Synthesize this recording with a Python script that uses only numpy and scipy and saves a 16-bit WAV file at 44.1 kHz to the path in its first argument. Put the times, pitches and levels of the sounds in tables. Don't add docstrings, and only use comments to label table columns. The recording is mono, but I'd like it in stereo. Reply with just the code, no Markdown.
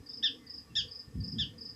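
import sys
import numpy as np
from scipy import signal
from scipy.fft import rfft, irfft
from scipy.io import wavfile
from scipy.ndimage import uniform_filter1d

SR = 44100
rng = np.random.default_rng(int(sys.argv[2]) if len(sys.argv) > 2 else 0)


def pcm_store(signal):
    levels = np.round(np.clip(np.atleast_2d(signal), -1, 1) * 32767)
    wavfile.write(sys.argv[1], SR, levels.astype(np.int16).T)


def natural_amplitude(level_db):
    exponent = np.asarray(level_db, float) / 20
    return 10 ** exponent


N = 77175

# frequency in Hz, level in dB per Hz.
HISS_COLOUR = [(320, -40), (550, -8), (747, -5), (1150, -5.5), (1610, -10), (1790, -9), (3970, -12.5),
               (4960, -10), (15300, -20)]
HISS_DB, AIR_HZ, AIR_DB_PER_KHZ = -67, 12500, -2.5

# frequency in Hz, level in dB per Hz.
RUMBLE_COLOUR = [(12, -62), (20, -42.5), (81, 1.5), (125, -26.5), (274, 5.5), (364, -26), (462, 1),
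                 (560, -33), (700, -27), (910, -61.5), (1540, -120)]
RUMBLE_DB = -58.5

# frequency in Hz, shared part from 0 to 1.
LIKENESS = [(60, 1), (300, 1), (600, 0.75), (2000, 0.88), (5000, 0.89), (8000, 0.22), (11000, 0.33),
            (15000, 0.96)]

# frequency in Hz, width in Hz, level in dB.
HUMS = [(458.3, 41, -74.5), (1143, 49, -79.5), (1803, 71, -75), (4960, 250, -72), (7880, 300, -82.5),
        (13930, 6, -105.5)]

# time in seconds, level at both ports in dB, level at the left port alone in dB.
GUSTS = [(0, -46.5, -58), (.04, -67, -66.5), (.68, -62.5, -68.5), (0.714, -56, -43), (.75, -55, -58),
         (.79, -46.5, -63), (.86, -56.5, -58.5), (1.05, -73, -76), (1.089, -44, -63), (1.127, -62, -62),
         (1.155, -36, -31.5), (1.209, -35.5, -36.5), (1.28, -58, -38), (1.32, -67, -43.5),
         (1.344, -57, -33.5), (1.408, -34.5, -39), (1.46, -58, -40.5), (1.56, -62, -56)]
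# frequency in Hz, level in dB per Hz.
THUMP_COLOUR = [(25, -41.5), (50, -20), (70, -5.5), (95, 4.5), (130, -12), (220, -15), (340, -38),
                (600, -71)]
# frequency in Hz, level in dB per Hz.
BUFFET_COLOUR = [(40, -41.5), (75, -10.5), (110, 2), (150, 0), (215, -3), (290, -17), (440, -28),
                 (600, -67)]
GUST_LIKENESS, GUST_EVENNESS = 0.94, 0.69

# start in seconds, length in seconds, start pitch in Hz, end pitch in Hz, level in dB.
FAR_CALLS = [
    (0.092, 0.051, 3550, 3690, -65.5),
    (0.165, 0.018, 3200, 3200, -67),
    (0.384, 0.16, 2110, 1878, -67),
    (.645, 0.08, 1170, 1142, -68.5),
    (0.694, .04, 2777, 2637, -67),
    (1.352, 0.022, 3300, 3200, -67),
]

# start in seconds, delays of the three later wing strokes in seconds, level in dB.
CHIRPS = [
    (.061, 0.028, .07, .11, -43.5),
    (0.465, 0.03, 0.071, 0.11, -44.5),
    (.879, .031, .07, .111, -44.5),
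    (1.203, .033, .073, .114, -42.5),
    (1.58, .028, .07, .108, -43.5),
]
# start pitch in Hz, extra snap in Hz, level in dB, length in seconds.
STROKES = [
    (5040, 76, -4, 0.019),
    (5290, 20, 3.5, 0.024),
    (5319, 290, 3.5, 0.024),
    (5275, 305, 3, 0.022),
]
# time in seconds, level in dB.
FAINT_STROKES = [(.036, -65), (.348, -52.5), (.44, -72), (.858, -55), (1.145, -66), (1.182, -60), (1.56, -71)]
STROKE_SAG_HZ_PER_S, SNAP_S = 33400, 0.003
GROUND_S, GROUND_DB = 0.0056, -2.5
CRICKET_PAN_DB = -5.5

# time in seconds, pitch in Hz, effort in dB.
BARKS = [
    [(.2255, 1455, -53), (.228, 1582, -38.5), (.235, 1740, -29), (.243, 1839, -24), (.252, 1757, -25.5),
     (.262, 1667, -26), (.278, 1463, -36), (.285, 1310, -41.5), (.292, 1200, -76)],
    [(.7515, 1550, -63.5), (.754, 1623, -38.5), (.761, 1761, -32.5), (.768, 1834, -27.5),
     (.778, 1734, -27.5), (.8, 1580, -33.5), (.812, 1423, -38), (.819, 1285, -50), (.826, 1185, -55)],
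    [(1.3825, 1520, -60.5), (1.385, 1632, -39.5), (1.392, 1733, -32.5), (1.398, 1792, -30),
     (1.406, 1757, -29), (1.421, 1588, -32), (1.436, 1460, -37), (1.442, 1303, -48.5), (1.448, 1240, -75)],
]
# first, third and fourth partial and half line in dB against the second,
# left-right balance in dB.
BARK_TONES = [
    (-15.5, -9, -43.5, -26, -4),
    (-16, -5, -16.5, -16.5, -3.5),
    (-20.5, -10, -24.5, -34.5, -3.5),
]
# frequency in Hz, level in dB.
THROAT = [(1800, -0.5), (2400, -9), (2900, -0.5), (3950, -2), (4250, -14), (4650, 0), (6000, -6.5),
          (6800, -2.5)]
TOP_HZ, TOP_DB_PER_KHZ = 6830, -29.5
FIRST_SAG_DB, HALF_SAG_DB = 65, 201
RASP_HZ, RASP_DEPTH, RASP_FADE_S, RASP_HOLD, RASP_SWING = 299.5, 0.79, 0.0079, 0.14, 0.53
BREATH_DB, JITTER = -23.5, 0.005

FLUTTER_S, FIRST_ECHO_DB, ECHO_STEP_DB = 0.01667, -9, -5
SCATTER_DB, SCATTER_T60_S = -13, 0.23
EDGE_HZ = 15600


def evened(x):
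    return x / np.sqrt(np.mean(x ** 2) + 1e-20)


def read(points, hz):
    f, value = np.transpose(points)
    return np.interp(np.log(hz + 1), np.log(f + 1), value)


def add(mix, s, sound, pan_db):
    part = mix[:, round(s * SR):][:, :len(sound)]
    gains = natural_amplitude(np.array([[0.5], [-0.5]]) * pan_db)
    part += gains * sound[:part.shape[1]]


def likeness(hz):
    return read(LIKENESS, hz)


def noise(shape_db, same, patchy_db):
    frames, hz = N // 256 + 5, np.fft.rfftfreq(1024, 1 / SR)
    a, b, c, d, patches = rng.standard_normal((frames, 513, 5)).T
    patches = uniform_filter1d(patches, size=6, axis=0)
    patches = evened(uniform_filter1d(patches, size=10, axis=1))
    like = np.clip(same(hz), -1, 1)[:, None]
    left = a + 1j * b
    right = like * left + np.sqrt(1 - like ** 2) * (c + 1j * d)
    spectrum = np.array([left, right]) * natural_amplitude(shape_db(hz)[:, None] + patchy_db * patches)
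    return evened(signal.istft(spectrum, nperseg=1024, noverlap=768)[1][:, :N])


def hiss():
    def colour(hz):
        air_loss = AIR_DB_PER_KHZ * np.maximum(hz - AIR_HZ, 0) / 1000
        return read(HISS_COLOUR, hz) - 30 * (hz < 500) + air_loss

    return natural_amplitude(HISS_DB) * noise(colour, likeness, patchy_db=1.0)


def rumble():
    def colour(hz):
        return read(RUMBLE_COLOUR, hz) - 40 * (hz > 700)

    gains = natural_amplitude(RUMBLE_DB + np.array([[0.8], [-0.8]]))
    return gains * noise(colour, likeness, patchy_db=4.5)


def hums():
    t, out = np.arange(N) / SR, np.zeros((2, N))
    for hz, width, db in HUMS:
        r = np.exp(-np.pi * width / SR)
        waver = signal.lfilter([1], [1, -2 * r, r * r], rng.standard_normal((4, N)))
        shared, own = waver[:2], waver[2:]
        turn = 2 * np.pi * hz * t
        ports = [shared + 0.37 * own, shared - 0.3 * own]
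        hum = np.array([a * np.cos(turn) + b * np.sin(turn) for a, b in ports])
        out += natural_amplitude(db) * evened(hum)
    return out


def wind():
    s, both_db, left_db = np.transpose(GUSTS)
    t, out = np.arange(N) / SR, np.zeros((2, N))
    layers = [(THUMP_COLOUR, both_db, [[1], [1]]), (BUFFET_COLOUR, left_db, [[1], [0.22]])]
    for colour, db, ports in layers:
        x = noise(lambda hz: read(colour, hz), lambda hz: GUST_LIKENESS + 0 * hz, patchy_db=3.5)
        power = uniform_filter1d(x ** 2, size=1500, axis=1) + 0.01
        x = evened(x / power ** (GUST_EVENNESS / 2))
        out += x * ports * natural_amplitude(uniform_filter1d(np.interp(t, s, db), size=400))
    return out


def field(x):
    t = np.arange(SR // 3) / SR
    taps = np.zeros((2, len(t)))
    for k in range(1, 15):
        taps[:, round(k * FLUTTER_S * SR)] = natural_amplitude(FIRST_ECHO_DB + ECHO_STEP_DB * (k - 1))
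    spray = rng.standard_normal((3, len(t))) * natural_amplitude(-60 * t / SCATTER_T60_S) * (t > 0.002)
    spray = spray[0] + 0.25 * spray[1:]
    taps += natural_amplitude(SCATTER_DB) * spray / np.linalg.norm(spray[0])
    return x + signal.fftconvolve(x, taps, axes=1)[:, :N]


def far_call(length, from_hz, to_hz, db):
    t = np.arange(0, length, 1 / SR)
    waver = 1 + 0.43 * evened(uniform_filter1d(rng.standard_normal(len(t)), size=300))
    hz = from_hz + (to_hz - from_hz) * t / length
    swell = np.sin(np.pi * t / length) ** 0.76
    return natural_amplitude(db) * waver * swell * np.sin(2 * np.pi * np.cumsum(hz) / SR)


def wing_stroke(top_hz, snap_hz, db, length):
    t = np.arange(0, length, 1 / SR)
    snap = snap_hz * rng.uniform(0.52, 1.11) * np.exp(-t / SNAP_S)
    hz = top_hz + 25 * rng.standard_normal() + snap - STROKE_SAG_HZ_PER_S * t
    swell = np.sin(np.pi * (t / length) ** 0.65) ** 1.45
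    tone = natural_amplitude(db) * swell * np.sin(2 * np.pi * np.cumsum(hz) / SR)
    lag = np.zeros(round(GROUND_S * SR))
    return np.r_[tone, lag] + natural_amplitude(GROUND_DB) * np.r_[lag, tone]


def cricket(calls):
    for start, *delays, db in CHIRPS:
        times = start + np.r_[0, delays]
        for s, (top_hz, snap_hz, rel_db, length) in zip(times, STROKES):
            add(calls, s, wing_stroke(top_hz, snap_hz, db + rel_db, length), CRICKET_PAN_DB)
    for s, db in FAINT_STROKES:
        add(calls, s, wing_stroke(5250, 0, db, 0.0083), CRICKET_PAN_DB)


def bark(points, tone):
    s, pitch, effort = np.transpose(points)
    first_db, third_db, fourth_db, half_db, _ = tone
    t = np.arange(s[0], s[-1], 1 / SR)

    def wobble(size):
        return evened(np.convolve(rng.standard_normal(len(t)), np.hanning(size), "same"))

    hz = uniform_filter1d(np.interp(t, s, pitch), size=130) * (1 + JITTER * wobble(160))
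    sag = 1 - hz / hz.max()
    depth = RASP_HOLD + RASP_DEPTH * np.exp(-(t - s[0]) / RASP_FADE_S)
    flap = 2 * np.pi * np.cumsum(RASP_HZ * (1 + 0.11 * wobble(300))) / SR
    turn = 2 * np.pi * np.cumsum(hz) / SR + RASP_SWING * depth * np.sin(flap)
    partials = [(1, first_db - FIRST_SAG_DB * sag), (2, 0.0026), (3, third_db), (3.96, fourth_db),
                (1.5, half_db - HALF_SAG_DB * sag)]
    voice = sum(natural_amplitude(db) * np.sin(k * turn + k * k) for k, db in partials)
    voice *= 1 + depth * np.cos(flap) + natural_amplitude(BREATH_DB) * wobble(50)
    voice *= natural_amplitude(uniform_filter1d(np.interp(t, s, effort), size=40))

    bins = np.fft.rfftfreq(8192, 1 / SR)
    throat = read(THROAT, bins) + TOP_DB_PER_KHZ * np.maximum(bins - TOP_HZ, 0) / 1000
    throat = natural_amplitude(uniform_filter1d(throat, size=15))
    return np.sqrt(2) * irfft(rfft(voice, 8192) * throat)[:len(t)]


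def scene():
    calls = np.zeros((2, N))
    for s, *call in FAR_CALLS:
        add(calls, s, far_call(*call), -3)
    cricket(calls)
    for points, tone in zip(BARKS, BARK_TONES):
        add(calls, points[0][0], bark(points, tone), tone[-1])
    return hiss() + rumble() + hums() + wind() + field(calls)


def band_limit(x):
    return signal.sosfilt(signal.butter(12, 15690, fs=SR, output="sos"), x)


def record(dry):
    bass_cut = signal.butter(2, 55, "high", fs=SR, output="sos")
    cut = signal.sosfilt(bass_cut, dry)
    edge = signal.firwin(511, EDGE_HZ, window=("kaiser", 9), fs=SR)
    mix = signal.oaconvolve(cut, edge[None], "same")
    return band_limit(mix)


dry = scene()
out = record(dry)
pcm_store(out)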